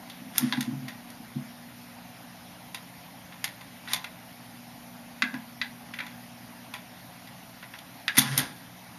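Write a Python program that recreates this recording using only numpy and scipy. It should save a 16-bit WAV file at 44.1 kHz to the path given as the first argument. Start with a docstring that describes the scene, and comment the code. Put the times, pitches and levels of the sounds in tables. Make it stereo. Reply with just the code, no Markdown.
"""Crisp clicks, clacks and dull knocks: a record changer runs through its cycle on a wooden cabinet, heard close up.
A hand trips the lever, cams and latches click as the arm lifts and swings out, and the switch clunks off: each
contact is a set of ringing metal modes under a crack of noise. A long lever sings, parts rasp along the cam, and
the sprung deck shudders as low resonances. Behind them the motor hums in sines on multiples of the mains, over
a steady hiss of shaped noise in a small room. A small stereo microphone colours it all."""
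import sys
import numpy as np
from scipy import signal
from scipy.fft import rfft, irfft, next_fast_len
from scipy.io import wavfile
from scipy.ndimage import uniform_filter1d, map_coordinates

SR = 44100
rng = np.random.default_rng(int(sys.argv[2]) if len(sys.argv) > 2 else 0)


def wav_out(sig):
    """Save sig, one row per channel (or a flat mono array), as 16-bit PCM at SR to the path in sys.argv[1]."""
    wavfile.write(sys.argv[1], SR, np.round(np.clip(np.atleast_2d(sig).T, -1, 1) * 32767).astype(np.int16))


N = 396194


def amp(db):
    """Gain of a dB value."""
    return 10 ** (np.asarray(db) / 20)


def unit(x):
    """x at rms 1."""
    return x / np.sqrt(np.mean(x ** 2) + 1e-20)


def along(points, hz):
    """Read (Hz, value) points at any frequency, on a log axis."""
    point_hz, value = np.transpose(points)
    return np.interp(np.log(hz + 1), np.log(point_hz + 1), value)


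def curve(rows):
    """Gain per sample through (s, dB) rows, silent outside them."""
    time_s, level_db = np.transpose(list(rows))
    return amp(np.interp(np.arange(N) / SR, time_s, level_db, left=-150, right=-150))


def wobble(rate):
    """A smooth random curve with rate knots a second."""
    knots = rng.standard_normal(int(N * rate / SR) + 4)
    return map_coordinates(knots, [np.arange(N) * rate / SR])


def filtered(x, response):
    """x shaped by a complex response of frequency."""
    size = next_fast_len(N + SR // 2)
    return irfft(rfft(x, size) * response(np.fft.rfftfreq(size, 1 / SR)), size)[..., :N]


def resonance(f, hz, width_hz):
    """Causal response of one mode, 1 at its centre."""
    return 1j * f * width_hz / (hz * hz - f * f + 1j * f * width_hz)


# modes of the metal mechanism: pitch_hz [Hz], level_db [dB], t60_s [s, at ring scale 1]
METAL_MODES = [(706, -10.5, 0.75), (831, -3, 0.55), (1004, 0, 0.37), (1399, 0, 0.14), (1970, 4.5, 0.065),
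               (2770, -4, 0.08), (3384, -20, 0.11), (3430, 4.5, 0.014), (3944, -1.5, 0.041),
               (4600, -3.5, 0.051), (6530, -4, 0.099), (11340, -6.5, 0.02), (13400, -12, 0.014)]


def metal(f, width):
    """Response of the mechanism, each mode as wide as a share of its pitch, in alternating polarity."""
    return sum((-1) ** k * amp(db) * resonance(f, hz, width * hz)
               for k, (hz, db, _) in enumerate(METAL_MODES))


# parts a contact sets off (cabinet, plate, levers, pins, springs): low_hz [Hz], high_hz [Hz]
PART_BANDS = [(600, 1250), (1400, 2500), (2800, 4600), (4700, 7300), (8700, 13900)]
SNAP_DB, SNAP_T60_S = 7, .032  # first touch, before the band is levelled; t60 at ring scale 1
TOUCH_S, SOFT_S = .0006, .002  # rise of a contact; rise added at ring scale 1
CHATTER_DB, MODE_SPREAD_DB = 3.5, 2  # unevenness of the rattle; scatter of the modes from blow to blow


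def struck(band_db, scale):
    """One contact: in each band the modes ring at new strengths under a crack of noise; the mid peaks at its dB."""
    t = np.arange(SR // 5) / SR
    f = np.fft.rfftfreq(len(t), 1 / SR)
    colour = np.abs(metal(f, width=.07)) + amp(-5)  # the noise leans toward the modes
    hz, db, t60_s = np.transpose(METAL_MODES)[..., None]
    strength, detune = rng.standard_normal((2, len(METAL_MODES), 1))

    # loose parts blur each ring
    drift = .04 * np.cumsum(rng.standard_normal((len(METAL_MODES), len(t))), axis=1)
    ring_gain = amp(db + MODE_SPREAD_DB * strength - 60 * t / (scale * t60_s))
    rings = ring_gain * np.sin(2 * np.pi * hz * (1 + 0.009 * detune) * t + drift)

    # loose parts touch unevenly
    knots = rng.standard_normal(len(t) // 128 + 4)
    chatter = amp(CHATTER_DB * map_coordinates(knots, [np.arange(len(t)) / 128]))
    snap = amp(SNAP_DB - 60 * t / (scale * SNAP_T60_S))
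    touch = 1 - np.exp(-(t / (TOUCH_S + SOFT_S * scale ** 3)) ** 2)

    total = 0
    for (low, high), level_db in zip(PART_BANDS, band_db):
        band = 1 / np.sqrt((1 + (f / high) ** 12) * (1 + (low / (f + 1)) ** 12))
        noise = rfft(rng.standard_normal((2, len(t))))
        shared, apart = unit(irfft(noise * band * colour, len(t)))
        apart = apart * np.clip(low / 8000, 0, .55)  # short waves reach the two ports unlike
        fade_db = -60 * t / scale * (low / 1250) ** 0.3  # small parts come to rest sooner
        rattle = amp(-5.5 + fade_db / 0.39)
        settling = amp(-6.5 + fade_db / 0.11)
        force = snap + chatter * (rattle + settling)
        crack = force * np.array([shared + apart, shared - apart])
        in_band = (hz[:, 0] > low) & (hz[:, 0] < high)
        part = (rings[in_band].sum(0) + crack) * touch
        total = total + amp(level_db) * part / np.abs(part.mean(0)).max()
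    return total


# decay of the small room: pitch_hz [Hz], t60_s [s]
ROOM_DECAY = [(300, 0.35), (2000, 0.27), (10000, 0.15)]


def echoes(x):
    """A fresh noise tail of the room for one sound; each frequency dies at its own speed."""
    hz, t, z = signal.stft(rng.standard_normal((2, SR // 3)), SR, nperseg=256)
    fading = amp(-60 * t / along(ROOM_DECAY, hz)[:, None])
    tail = signal.istft(z * fading, SR, nperseg=256)[1]
    late = np.pad(x, (150, 0))  # delay in samples
    return signal.fftconvolve(late[None], tail / np.linalg.norm(tail[0]), axes=1)


# contacts of the mechanism: start_s [s], plate_db [peak dB], lever_db [dB above the plate],
# hard_db [hardness: pins, dB above the plate], weight_db [cabinet knock, dB above the plate],
# ring_scale [times the decay, held within 0.2 to 3]; dB before room and microphone
CONTACTS = [(0.098, -43, 9, -1, -6, 0.61), (0.381, -23.5, 9.5, 11.5, -30, 0.17),
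            (0.5242, -17.5, 0.5, -18, -11, 0.37), (0.571, -32.5, -4, -17, -5, 0.85),
            (0.607, -30, 3, 0, -22, 0.59), (0.881, -31.5, -5, -10.5, -13, 0.76),
            (1.102, -45, 2, 1.5, -15, .4), (2.745, -28, -3, -5.5, -7, 0.67),
            (3.3223, -39, -4.5, -18, -13, 0.73), (3.4416, -21.5, -2, -3, -14, 0.54),
            (3.61, -41.5, -2.5, -10, -2, 0.66), (3.874, -34, -6, -23, -20, 0.85),
            (3.885, -39.5, 7, -13, -15, 0.66), (3.933, -23, 7.5, 4, -9, 0.58),
            (4.042, -28.5, -1.5, -13.5, -11.5, 0.44), (5.221, -12.5, -1.5, -19, -29, 0.23),
            (5.3395, -31.5, -6, -17, -4, 0.69), (5.6143, -20, 0.5, -23, -22, 0.36),
            (5.936, -31.5, -5, -17, -14, 0.92), (5.988, -25, -6, -22.5, -34, 0.51),
            (6.0013, -24.5, -9.5, -27, -12.5, 0.81), (6.065, -39.5, 3.5, -7.5, -19, 0.52),
            (6.7376, -30, -1.5, -9, -7.5, 0.75), (7.27, -42, -2, -18, -15, 1.1),
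            (7.625, -38, -5, -22, -4.5, 0.74), (7.7354, -35, -4.5, -20, -9, 0.81),
            (7.786, -43.5, 5, -2, -12, 0.67), (8.08, -17, 1.5, -15.5, -35, 0.2),
            (8.168, -20, -4, -7, -22, 0.96), (8.1747, -25, 2, 1, -12, 0.44),
            (8.179, -13.5, -2, -6, -14, 0.31), (8.1834, -30.5, 1, 18, 2.5, 0.17),
            (8.187, -31.5, 19.5, 15, -24, 0.4), (8.2167, -33.5, 8.5, 2, 1.5, 0.82),
            (8.3767, -23.5, 3.5, 8, -6, 0.47), (8.391, -28, 3, -6, -5, 0.65)]
# springs answer harder contacts more: base_db [dB above the plate at hardness 0], slope [dB per dB of hardness]
SPRING_REACH = (-1.1, 1.18)


def clicks():
    """Each contact reaches the parts of the mechanism by its hardness and weight, and the room answers."""
    out = np.zeros((2, N + SR))
    for start_s, plate_db, lever_db, hard_db, weight_db, ring_scale in CONTACTS:
        spring_db = SPRING_REACH[0] + SPRING_REACH[1] * hard_db
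        above_plate_db = np.array([weight_db, 0, lever_db, hard_db, spring_db])
        blow = struck(plate_db + above_plate_db, np.clip(ring_scale, .2, 3))
        wet = amp(-8) * echoes(blow.mean(0))
        start = round(start_s * SR)
        out[:, start:start + blow.shape[1]] += blow
        out[:, start:start + wet.shape[1]] += wet
    return out[:, :N]


# a long lever springs back after the heavier contacts and sings:
# start_s [s], level_db [dB before rise, throb and decay], t60_s [s]
LEVER_TWANGS = [(.53, -31, 0.13), (5.235, -30, 0.3), (5.342, -36, 0.14), (5.62, -35.5, 0.18),
                (8.089, -26.5, 0.14), (8.25, -37.5, 0.53), (8.391, -37.5, 0.44)]
TWANG_HZ, TWANG_RISE_S = 1647, 0.0052
THROB_DEPTH, THROB_HZ = .6, 85


def twangs():
    """The long lever as one drifting mode that swells, throbs and dies."""
    out, t = np.zeros(N + SR), np.arange(SR // 3) / SR
    for start_s, level_db, t60_s in LEVER_TWANGS:
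        drift = .07 * np.cumsum(rng.standard_normal(len(t)))
        throb = 1 + THROB_DEPTH * np.cos(2 * np.pi * (THROB_HZ * t + rng.random()))
        rise = 1 - np.exp(-(t / TWANG_RISE_S) ** 2)
        decay = amp(level_db - 60 * t / t60_s)
        start = round(start_s * SR)
        out[start:start + len(t)] += decay * rise * throb * np.sin(2 * np.pi * TWANG_HZ * t + drift)
    return out[:N]


# parts sliding on the cam: start_s [s], rise_s [s], hold_s [s], fall_s [s], rasp_db [rms dB of the rasp in the hold]
CAM_SLIDES = [(0.306, 0.057, 0.033, 0.49, -43), (3.81, 0.11, 0.016, .05, -41.5),
              (8.128, 0.027, 0.26, 0.25, -42)]
# colour of the rasp: pitch_hz [Hz], level_db [relative dB per Hz]
RASP_COLOUR = [(300, -8), (700, -6), (1200, -3), (1700, -1), (2500, -8), (5000, -6), (7000, -13.5),
               (11500, -14.5), (14000, -43)]
SLIDE_EDGE_DB = -32.5  # a slide rises from and falls to this far under its level
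# loose parts chattering in a slide: mean rate, scatter of the ticks, level over the rasp
RATTLE_PER_S, RATTLE_SPREAD_DB, RATTLE_DB = 800, 3, 0


def slides():
    """Metal on metal: a rasp of noise, and dense uneven ticks that ring the mechanism."""
    a, b = filtered(rng.standard_normal((2, N)), lambda hz: amp(along(RASP_COLOUR, hz)))
    rasp = unit(amp(0.27 * wobble(56)) * np.array([a + .5 * b, a - .5 * b]))

    hits = rng.random(N) < RATTLE_PER_S / SR
    strength = amp(RATTLE_SPREAD_DB * rng.standard_normal(N))
    ticks = hits * strength * np.sign(rng.standard_normal(N))
    rattle = unit(filtered(ticks, lambda hz: metal(hz, width=0.2) * amp(along(RASP_COLOUR, hz))))

    strokes = 0
    for start_s, rise_s, hold_s, fall_s, rasp_db in CAM_SLIDES:
        corners_s = np.cumsum([start_s, rise_s, hold_s, fall_s])
        corners_db = rasp_db + SLIDE_EDGE_DB * np.array([1, 0, 0, 1])
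        strokes = strokes + curve(zip(corners_s, corners_db))
    return strokes * (rasp + amp(RATTLE_DB) * rattle)


# modes of the sprung deck: pitch_hz [Hz], width_hz [Hz, when pushed], level_db [dB]
DECK_MODES = [(137.6, 11.7, -2.5), (214.5, 5.4, -10), (250.6, 11.8, -3), (305.5, 17, -15)]
# pushes on the deck: start_s [s], push_db [dB, added to each mode's level],
# low_db [dB added to the lowest mode], length_s [s]
DECK_PUSHES = [(0.207, -39, -9, 0.015), (0.25, -38.5, -17, 0.028), (0.396, -18.5, -8.5, 0.052),
               (0.528, -27, -11, 0.011), (0.569, -21, -7, 0.02), (0.655, -25, -8, 0.036),
               (0.714, -28, 1.5, 0.023), (0.762, -40, 9, 0.013), (0.811, -33, -0.5, 0.033),
               (1.183, -37, -7, 0.03), (1.351, -26, 1.5, 0.018), (5.216, -28.5, -27, 0.023),
               (5.325, -28.5, -12.5, 0.026), (8.177, -19, -2, 0.0061), (8.225, -34, 4, 0.042),
               (8.281, -45, 21, 0.053), (8.364, -31.5, 3, 0.029)]
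# the deck trembling on its springs: time_s [s], level_db [rms dB]
DECK_TREMBLE = [(0, -53), (.35, -48.5), (.45, -47), (.8, -48), (1.6, -53.5), (8.15, -53), (8.19, -51),
                (8.38, -33), (8.58, -51.5), (8.98, -52)]


def deck():
    """Pushes swell and release the deck's modes; running friction, as noise, keeps them trembling."""
    out, t = np.zeros(N + SR), np.arange(SR // 3) / SR
    for start_s, push_db, low_db, length_s in DECK_PUSHES:
        swell = np.sin(np.pi / 2 * np.clip(t / np.clip(length_s, .002, .1), 0, 1)) ** 2
        released_s = np.maximum(t - length_s, 0)
        start = round(start_s * SR)
        for k, (hz, width_hz, level_db) in enumerate(DECK_MODES):
            detune = 1 + 0.0345 * rng.standard_normal()
            phase = 2 * np.pi * (hz * detune * t + rng.random())
            gain = amp(push_db + level_db + (low_db if k == 0 else 0))
            decay = np.exp(-np.pi * width_hz * released_s)
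            out[start:start + len(t)] += gain * swell * decay * np.sin(phase)
    pushed = out[:N]

    def trembling_modes(f):
        """The deck's modes, broadened under friction."""
        return sum((-1) ** k * amp(db) * resonance(f, hz, 3.9 * width_hz)
                   for k, (hz, width_hz, db) in enumerate(DECK_MODES))

    a, b = filtered(rng.standard_normal((2, N)), trembling_modes)
    tremble = curve(DECK_TREMBLE) * unit(np.array([a + 1.38 * b, a - 1.68 * b]))
    # a quarter turn of phase: the two ports see the deck a little out of step
    askew = filtered(pushed, lambda f: 1j * np.ones_like(f))
    return np.array([pushed + 0.041 * askew, pushed - 0.052 * askew]) + tremble


# wavering motor tones: multiple [times the mains], level_db [rms dB the tone wavers around]
HUM_TONES = [(1, -73), (2, -59.5), (3, -57), (9, -72), (10, -72), (11, -71.5), (12, -71.5)]
# the fourth multiple swells and fades: time_s [s], level_db [rms dB]
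FOURTH_SWELL = [(0, -52.5), (1.8, -52), (3.1, -65), (4.7, -52.5), (6.4, -52.5), (7.4, -62.5), (8.98, -59.5)]
MAINS_HZ = 59.95


def hum():
    """Motor hum: sines on multiples of the mains, a little late on the left; all but the fourth waver."""
    t = np.arange(N) / SR

    def tone(multiple):
        """One sine at rms 1, its phase split between left and right."""
        phase = 2 * np.pi * (multiple * MAINS_HZ * t + rng.random())
        return np.sqrt(2) * np.sin(phase + [[-.15], [.15]])

    steady = sum(amp(db + 1.6 * wobble(2.7)) * tone(k) for k, db in HUM_TONES)
    return steady + curve(FOURTH_SWELL) * tone(4)


# colour of the hiss: pitch_hz [Hz], level_db [relative dB per Hz]
HISS_COLOUR = [(30, -1), (90, -0.5), (125, 5), (280, 1.5), (350, -20), (500, -13), (750, -2), (1250, -11),
               (2000, -8.5), (2700, -12), (5600, -16), (9000, -27.5), (13000, -19.5)]
# how alike left and right are: pitch_hz [Hz], likeness [-1 to 1]
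HISS_LIKENESS = [(60, -0.14), (180, -0.52), (530, 0.42), (1570, 0.26), (4640, 0.09), (13800, 0.36)]
HISS_DB = -46.5  # rms dB, before a very slight wobble


def hiss():
    """Room air and microphone noise, little alike on the two sides, lightly patchy in time and pitch."""
    z = signal.stft(rng.standard_normal((2, N)), nperseg=512)[2]
    smooth = uniform_filter1d(rng.standard_normal(z.shape[1:]), size=6, axis=0)
    patches = unit(uniform_filter1d(smooth, size=8, axis=1))
    pair = signal.istft(z * amp(1.7 * patches), nperseg=512)[1][:, :N]

    def mid_side(hz):
        """Share the colour between mid and side so the two ports are as alike as the table says."""
        turn = np.arccos(np.clip(along(HISS_LIKENESS, hz), -1, 1)) / 2
        return amp(along(HISS_COLOUR, hz)) * np.array([np.cos(turn), np.sin(turn)])

    mid, side = filtered(pair, mid_side)
    return amp(HISS_DB + 0.042 * wobble(1.0)) * unit(np.array([mid + side, mid - side]))


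def scene():
    """All sources at the microphone."""
    return clicks() + twangs() + slides() + deck() + hum() + hiss()


# colour of the microphone, with a deaf band: pitch_hz [Hz], level_db [dB]
MIC_COLOUR = [(6500, 1.5), (7300, 0.5), (7700, -20), (8200, -11.5), (8700, 5.5), (9500, 10), (13500, 4.5),
              (13800, -76), (14300, -32)]
TOP_HZ = 14300  # band limit


def record(dry):
    """The microphone is weak in the deep bass and deaf in one treble band; nothing passes above the band limit."""
    def response(hz):
        """A very broad resonance, applied twice, times the treble colour."""
        return resonance(hz, 2950, 103500.0) ** 2 * amp(along(MIC_COLOUR, hz)) * (hz < TOP_HZ)

    return filtered(dry, response)


dry = scene()
out = record(dry)
wav_out(out)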